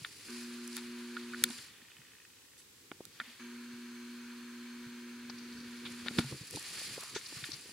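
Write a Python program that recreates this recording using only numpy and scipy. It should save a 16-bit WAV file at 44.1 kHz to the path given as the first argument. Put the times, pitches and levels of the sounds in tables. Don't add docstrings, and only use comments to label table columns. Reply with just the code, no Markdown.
import sys
import numpy as np
from scipy import signal
from scipy.fft import rfft, irfft
from scipy.io import wavfile
from scipy.ndimage import uniform_filter1d

SR = 44100
rng = np.random.default_rng(int(sys.argv[2]) if len(sys.argv) > 2 else 0)


def elevation(decibels):
    levels = np.asarray(decibels, float)
    return 10 ** (levels / 20)


def dump_mix(stems):
    frames = np.atleast_2d(stems).T
    limited = np.clip(frames, -1, 1)
    pcm = np.round(limited * 32767).astype(np.int16)
    wavfile.write(sys.argv[1], SR, pcm)


N = 340672
TIME = np.arange(N) / SR
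HZ = np.fft.rfftfreq(N, 1 / SR) + 1
FIELD_HZ = 59.94


def on_log(points):
    hz, db = np.transpose(points)
    return np.interp(np.log(HZ), np.log(hz), db)


def noise(points, peaks=(), side_db=0.):
    # f/Hz, level/dB
    ports = [(60, -29), (300, -16.5), (700, -15), (1300, -18), (2400, -7.5), (4400, -5.5), (8000, -3),
             (15000, -3)]
    db = on_log(points)
    for centre_hz, width_hz, peak_db in peaks:
        db = db + peak_db / (1 + (2 * (HZ - centre_hz) / width_hz) ** 2)
    db = db - 18 * np.maximum(np.log2(points[0][0] / HZ), 0)
    mid, side = rfft(rng.standard_normal((2, N))) * elevation(db)
    side = side * np.minimum(elevation(on_log(ports) + side_db), 1)
    pair = irfft(np.array([mid + side, mid - side]), N)
    return pair / np.std(pair.mean(axis=0))


def walk(rate):
    hold = int(SR / rate)
    x = np.repeat(rng.standard_normal(N // hold + 1), hold)[:N]
    for _ in range(3):
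        x = uniform_filter1d(x, hold)
    return x / x.std()


def curves(table):
    s, *columns = np.transpose(table)
    return [np.interp(TIME, s, column) for column in columns]


def swells(table):
    fade_db = 9.5
    return np.sqrt(sum(elevation(2 * (db - fade_db * np.abs(TIME - s) / length)) for s, db, length in table))


def add(out, s, sound, pan_db=0.):
    i = int(s * SR)
    sound = sound[..., :N - i]
    out[:, i:i + sound.shape[-1]] += sound * elevation(np.array([[pan_db], [-pan_db]]) / 2)


def microphone_hiss():
    # f/Hz, level/dB per Hz
    hiss = [(18, -36), (30, -2), (59, -4), (115, -3.5), (194, -11), (280, -3), (311, -6), (554, -10),
            (600, -19), (684, -21), (822, -12), (1130, -11.5), (4300, -9), (8080, -11), (16000, -18)]
    return elevation(-62.5 - 0.3) * noise(hiss, side_db=14.5)


def sensor_whistle():
    return elevation(-83) * np.sqrt(2) * np.sin(2 * np.pi * 131.25 * FIELD_HZ * TIME)


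def hand():
    # f/Hz, level/dB per Hz
    bright_colour = [(1470, -11.5), (2500, 1), (3720, -6.5), (4840, 2.5), (6500, -4), (9580, -9.5),
                     (11400, -11.5), (15200, -17), (16000, -40)]
    dull_colour = [(350, -36), (500, -7), (800, -2.5), (1200, 0.5), (1800, 6.5), (2600, 4.5), (3600, 5),
                   (5000, -21)]
    cavity_colour = [(2800, -42), (3700, -6), (4400, 0), (4800, -1), (5300, -20), (6200, -50)]
    rumble_colour = [(12, -54), (20, -4), (59, -8), (125, -1), (184, -2.5), (392, -4), (520, -9.5),
                     (594, -28), (700, -25), (910, -55), (1540, -120)]
    # f/Hz, width/Hz, level/dB
    shell_peaks = [(7350, 770, 6.5), (9720, 1250, 11.5)]
    dull_peaks = [(1167, 43, 6.5), (1460, 35, 2), (1834, 140, 3.5), (2470, 92, 5.5)]
    # t/s, pressure/dB, sliding (airy above dull)/dB
    pressure = [(0, -61, 4.5), (.15, -56.5, -3), (.52, -55.5, -5.5), (1.31, -54, -7), (1.58, -55.5, 3.5),
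                (1.76, -60, -13), (2.64, -75.5, -12), (3.1, -66, -6.5), (3.25, -54, -12), (3.53, -60, -7),
                (5.25, -59, -10.5), (6.05, -53, -4.5), (6.23, -50.5, -1), (6.45, -54, -2), (6.83, -47, -2),
                (7.12, -53, 0), (7.52, -51, -2), (7.6, -56.5, 0)]
    # t/s, peak/dB, length/s
    stroke_rows = [(.34, -51.5, 0.2), (.76, -52, 0.099), (1.44, -51.5, 0.04), (1.5, -65, .04),
                   (5.91, -58, 0.069), (6.19, -42.5, 0.016), (6.475, -54, .015), (6.53, -48, 0.027),
                   (6.56, -46, 0.04), (6.69, -48, .05), (6.74, -54, .015), (6.79, -47, 0.035),
                   (6.86, -43, 0.032), (6.94, -48, 0.025), (7.01, -49.5, 0.03), (7.035, -49, .012),
                   (7.35, -54, 0.13), (7.46, -49, .03)]
    shift_rows = [(0, -63.5, 0.13), (.23, -65, 0.24), (.75, -66.5, 0.35), (1.44, -56.5, 0.13),
                  (1.58, -62, 0.065), (2.0, -71.5, 0.31), (3.05, -65, 0.17), (5.31, -63.5, 0.19),
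                  (5.61, -60, 0.17), (5.9, -55.5, 0.17), (6.07, -50.5, 0.033), (6.19, -40, 0.026),
                  (6.33, -45.5, 0.025), (6.43, -48, 0.012), (6.55, -43.5, 0.019), (6.9, -60, 0.68),
                  (7.16, -51, 0.034), (7.4, -62, .08), (7.55, -58.5, 0.12), (7.72, -61, 0.045)]

    dull_db, sliding_db = curves(pressure)
    strokes = swells(stroke_rows)
    scuff = walk(30)

    bright_gain = np.hypot(elevation(dull_db + sliding_db), strokes)
    bright = noise(bright_colour, shell_peaks) * bright_gain * elevation(-0.2 + 0.8 * scuff + 1.4 * walk(220))

    cavity_gain = np.hypot(elevation(dull_db + 0.64 * sliding_db - 2), elevation(-6.0) * strokes)
    cavity = noise(cavity_colour) * cavity_gain * elevation(-2.5 + 0.9 * scuff + 1.2 * walk(150))

    dull = noise(dull_colour, dull_peaks) * elevation(dull_db - 4.0 + 1.1 * scuff + 1.1 * walk(120))

    still_grip_db = -76
    rumble_gain = np.hypot(swells(shift_rows), elevation(still_grip_db))
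    rumble = noise(rumble_colour) * rumble_gain * elevation(2.2 * walk(35))
    return bright + cavity + dull + rumble


def knocks():
    # t/s,
    # peak/dB, cycles, slap/dB
    palm = [(.016, -47, 0.75, -15), (1.986, -59, 1.8, -14), (3.73, -59, 1.3, -25), (4.862, -50, 1.1, -25),
            (6.24, -38.5, 2.3, -10), (6.322, -37.5, 1.4, -6), (6.41, -39.5, 0.55, -25),
            (6.537, -41, 1.1, -7), (7.366, -44.5, 0.67, -21), (7.426, -44.5, 0.93, -23),
            (7.53, -47.5, 0.8, -14)]
    thumb = [(1.42, -42, 0.65, -8), (1.498, -41, 1.8, -9), (1.53, -57, 5.6, -25), (1.822, -55, 0.94, -24),
             (3.211, -50.5, 1.5, -2), (3.272, -54, 3.9, -18), (5.296, -55, 0.9, 11), (6.06, -43.5, 0.65, 3),
             (6.109, -36, 0.6, -11), (6.184, -18.5, 1.53, -36), (6.19, -15, 0.5, -19), (7.691, -51, 0.6, 1)]
    knuckle = [(2.915, -39.5, 0.57, -1.5), (6.569, -44, 1.2, 5), (7.323, -47, 1.1, 1.5),
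               (7.489, -42.5, 1.1, -13)]
    fingertip = [(.287, -54.5, 3.6, -25), (3.006, -34, 0.4, -18), (6.814, -51.5, 0.75, 6),
                 (6.978, -36, 0.51, -4), (7.031, -50, 0.48, 2.5), (7.161, -34, 1.14, -1.5),
                 (7.657, -51, 1.2, -17)]
    touches = [(palm, 134), (thumb, 238), (knuckle, 306), (fingertip, 407)]

    out, t = np.zeros((2, N)), np.arange(4096) / SR
    leather = signal.butter(3, (350, 1050), "band", fs=SR, output="sos")
    slap_s = .002
    for events, hz in touches:
        for s, db, cycles, slap_db in events:
            x = t * hz / cycles
            swing = x * np.exp(1 - x) ** 1.26 * np.sin(2 * np.pi * hz * t)
            burst = rng.standard_normal(4096) * t / slap_s * np.exp(1 - t / slap_s)
            slap = signal.sosfilt(leather, burst)
            swing = swing / np.abs(swing).max()
            slap = slap / np.abs(slap).max()
            add(out, s, elevation(db) * (swing + elevation(slap_db) * slap))
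    return out


def clicks():
    # t/s, peak/dB, length/ms, left minus right/dB
    latch = [(.048, -27, 1.5, -2), (1.345, -31, 1.4, -4), (3.201, -25, 1.2, -3.5), (3.207, -35, 6, -1)]
    spring = [(1.166, -32, 4.9, -1.5), (1.334, -34, 3.7, -1), (7.44, -48, 5, -1)]
    body = [(.055, -43, 7.2, -1.5), (2.9155, -32, 1.3, -3), (5.297, -41.5, 5.8, 1)]
    rocker = [(1.168, -33, 1.4, -2), (1.198, -44, 2.6, -1.5), (1.506, -35.5, 2, 0), (1.584, -40, 5.6, -1),
              (5.379, -47, 2, 0), (6.0835, -18, 0.83, 1), (7.21, -44, 5.7, 5), (7.439, -31.5, 3.3, 1)]
    lens = [(.047, -30.5, 2.7, 2), (3.2, -31, 2, 2), (5.85, -36.5, 16, -4)]
    grip = [(.772, -38, 14, 2), (3.404, -56, 8.3, -.6), (5.85, -38, 17, 2), (6.058, -35, 19, 4),
            (6.176, -42, 8.1, -2), (6.185, -18.5, 2.9, -3.5), (6.192, -25, 2.3, 3), (6.2, -35.5, 16, 1)]
    port = [(.729, -38, 0.83, 2), (3.12, -56, 53, -1.1), (5.296, -37, 5.6, 3), (5.32, -53, 160, 3),
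            (5.52, -53, 140, 3), (5.525, -46, 2.5, 3), (6.79, -43, 83, 3), (7.258, -37, 7.8, 2),
            (7.32, -51, 130, 3), (7.518, -31, 2, 2), (7.53, -40, 12, 16)]
    buckle = [(.283, -76, 2.9, -4), (1.49, -40, 0.89, -4), (2.575, -49.5, 29, -2.1), (6.56, -29, 0.61, 0),
              (6.595, -37, 1.2, -1)]
    clasp = [(.677, -33.5, .74, -6), (1.503, -31, .77, -1.5), (7.61, -43, 2.9, -9)]
    seam = [(.767, -27, .9, .1), (1.4384, -7, .9, 1), (3.0531, -37, .29, -15.5)]
    strap = [(7.146, -29.5, 23.5, 1)]
    hinge = [(6.95, -49, 126, .6)]
    barrel = [(1.668, -54, 8.6, 0), (1.696, -53, 7.2, 0), (1.732, -52, 11, 0), (1.762, -54, 7, 0),
              (1.906, -55, 6, 0), (1.93, -57, 8, 0)]
    grit = [(6.471, -41, 1.5, -1), (6.509, -35, 1.2, 0), (6.627, -37, 0.74, 1.5), (6.794, -41, 1, 0),
            (6.828, -41, 1, 0), (7.009, -36, 1.5, -1.5), (7.034, -39, 3, 0)]
    seam_ring = [(1.4392, -21, 2.5, 5.1)]
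    vent = [(5.383, -45, 8, 1), (5.425, -54, 30, 1), (5.57, -48, 18, 1), (5.603, -47, 3, 1),
            (5.64, -56, 17, 1), (5.76, -52, 20, 1)]
    # f/Hz, width/Hz, level/dB
    plastic = [(1450, 100, 11), (1800, 150, 8), (2300, 300, 5), (3650, 350, 8), (4500, 300, 5),
               (6000, 500, 5), (7800, 700, 6), (10100, 1200, 7)]
    # snaps, low edge and high edge in Hz
    parts = [(latch, 1350, 2100), (spring, 1320, 1600), (body, 900, 3300), (rocker, 1450, 4200),
             (lens, 2400, 3800), (grip, 800, 4800), (port, 4300, 5300), (buckle, 3500, 11000),
             (clasp, 5800, 11000), (seam, 1400, 16000), (strap, 1360, 7000), (hinge, 1070, 1200),
             (barrel, 2850, 3150), (grit, 4000, 14000), (seam_ring, 3300, 4400), (vent, 4300, 5400)]

    out = np.zeros((2, N))
    lead_s = .003
    t = np.maximum(np.arange(16384) / SR - lead_s, 0)
    contact = 1 - np.exp(-t / 0.000069)
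    hz = HZ[0] + np.fft.rfftfreq(16384, 1 / SR)
    shell = 0.9 + sum(elevation(db) / (1 + 2j * (hz - f) / width) for f, width, db in plastic)
    ports = np.array([hz ** 0, np.minimum(hz / 6000.0, 1)])
    for events, low_hz, high_hz in parts:
        band = 1 / np.sqrt((1 + (low_hz / hz) ** 16) * (1 + (hz / high_hz) ** 18))
        for s, db, ms, pan_db in events:
            tau = ms / 2000
            chatter = rfft(rng.standard_normal((2, 16384)) * t / tau * np.exp(1 - t / tau))
            chatter = chatter / uniform_filter1d(np.abs(chatter), size=80)
            mid, side = (irfft(chatter * band * shell * ports) * contact)[:, :13000]
            side = 0.68 * side
            pair = np.array([mid + side, mid - side])
            add(out, s - lead_s, pair * elevation(db) / np.abs(mid).max(), pan_db)
    return out


def zoom():
    # start/s, stop/s, hum/dB, third order above hum/dB, gear hiss/dB
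    runs = [
        (0.283, 1.479, -47, -7.5, -57.5),
        (3.397, 6.236, -48.5, -14, -57.5),
    ]
    # f/Hz, level/dB
    whine_lines = [
        [(479.1, -75), (1184, -71), (1669, -73), (2519, -73), (2875, -75), (3725, -76), (4043, -75),
         (4317, -72), (4436, -72), (4807, -75)],
        [(479.1, -77), (1798, -76), (2277, -76), (2530, -76), (3117, -79), (3478, -81), (3763, -82),
         (4317, -77), (4436, -74), (4554, -79), (4673, -80), (4797, -84), (5033, -79), (5394, -84)],
    ]
    # f/Hz, level/dB per Hz
    gear_colour = [(240, 7.5), (400, 3.5), (619, -36.5), (987, -3), (1570, 4), (2040, -4.5), (2300, 2),
                   (2740, 0.5), (4420, -9), (13000, -31.5)]
    # f/Hz, width/Hz, level/dB
    gear_peaks = [(976, 110, 9), (1660, 1120, 7), (2247, 120, 6), (4200, 310, 14.5), (6300, 460, 18)]

    step_hz = 2 * FIELD_HZ
    turn = 2 * np.pi * step_hz * TIME
    out = 0
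    for (start, stop, hum_db, third_db, gear_db), lines in zip(runs, whine_lines):
        since = np.maximum(TIME - start, 0)
        until = np.maximum(stop - TIME, 0)
        after = np.maximum(TIME - stop, 0)
        running = (1 - np.exp(-since / 0.013)) * np.exp(-after / 0.023)
        meshing = (TIME > start) * np.exp(-after / 0.087)

        brake_db = 3.5 * np.exp(-until / 0.027)
        hum_db = hum_db + 0.5 * np.exp(-since / 0.17) + brake_db
        gear_db = gear_db + 5.5 * np.exp(-since / 0.054) + brake_db

        second = elevation(.35 * walk(30)) * np.sin(2 * turn)
        third = elevation(third_db + 1.2 * walk(20)) * np.sin(3 * turn + 2.5)
        hum = elevation(hum_db) * (second + third)
        whine = 0
        for hz, db in lines:
            order = np.round(hz / step_hz)
            phase = rng.uniform(0, 2 * np.pi)
            whine = whine + elevation(db - 1.5 + 1.5 * walk(9)) * np.sin(order * turn + phase)

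        throb = 1 + 0.088 * np.sin(2 * turn)
        gear = noise(gear_colour, gear_peaks, side_db=-0.5) * throb * elevation(0.33 * walk(23.2))
        out = out + np.sqrt(2) * running * (hum + whine) + elevation(gear_db) * meshing * gear
    return out


def focus():
    # first field, steps, fields apart, peak/dB, strongest ring f/Hz
    hunts = [(99, 2, 2, -49, 1810), (105, 1, 1, -51, 1500), (107, 3, 2, -49, 1700), (113, 1, 1, -47, 2000),
             (114, 1, 1, -52, 1600), (115, 1, 1, -45, 1900), (117, 1, 1, -54, 2000), (118, 1, 1, -46, 2570),
             (119, 2, 1, -52, 2300), (121, 1, 1, -46, 1850), (122, 1, 1, -53, 1850), (123, 3, 1, -50, 2200),
             (127, 7, 1, -50, 2000), (135, 1, 1, -44, 1840), (138, 3, 2, -55, 2900), (143, 5, 2, -55, 2600),
             (152, 3, 2, -54, 2000), (157, 1, 1, -52, 3500)]
    # f/Hz, level/dB, time to fall 60 dB/s
    modes = [(1500, -2, 0.017), (1846, 3.5, 0.015), (2220, 1, 0.0086), (2530, 0.5, 0.022), (3010, 2, 0.016),
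             (3480, 0, 0.012)]

    out, t = np.zeros((2, N)), np.arange(1024) / SR
    lead_s = 0.00156
    for first, count, apart, peak_db, pitch_hz in hunts:
        for k in range(count):
            s = (first + k * apart) / FIELD_HZ - lead_s
            chance = rng.standard_normal(12)
            ring_hz = pitch_hz * 2 ** (.08 * chance[10])
            ring = 0
            for (hz, db, t60), a, b in zip(modes, chance[:5], chance[5:]):
                off_pitch_db = 6.3 * abs(np.log2(hz / ring_hz))
                level = elevation(db + 2.4 * a - off_pitch_db - 60 * t / t60)
                ring = ring + level * np.sin(2 * np.pi * hz * t + b)
            ring = ring * (1 - np.exp(-t / 0.0006))
            add(out, s, elevation(peak_db - 1 + 0.8 * chance[11]) * ring / np.abs(ring).max(), pan_db=-1.1)
    return out


def scene():
    background = microphone_hiss() + sensor_whistle()
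    fingers = hand() + knocks() + clicks()
    return background + fingers + zoom() + focus()


def band_limit(x):
    return signal.sosfilt(signal.butter(12, 16570, fs=SR, output="sos"), x)


def record(dry):
    bass_cut = signal.butter(2, 72, "high", fs=SR, output="sos")
    top_cut = signal.ellip(10, .2, 60, 15800, fs=SR, output="sos")
    mix = signal.sosfilt(top_cut, signal.sosfilt(bass_cut, dry))
    return band_limit(mix)


dry = scene()
out = record(dry)
dump_mix(out)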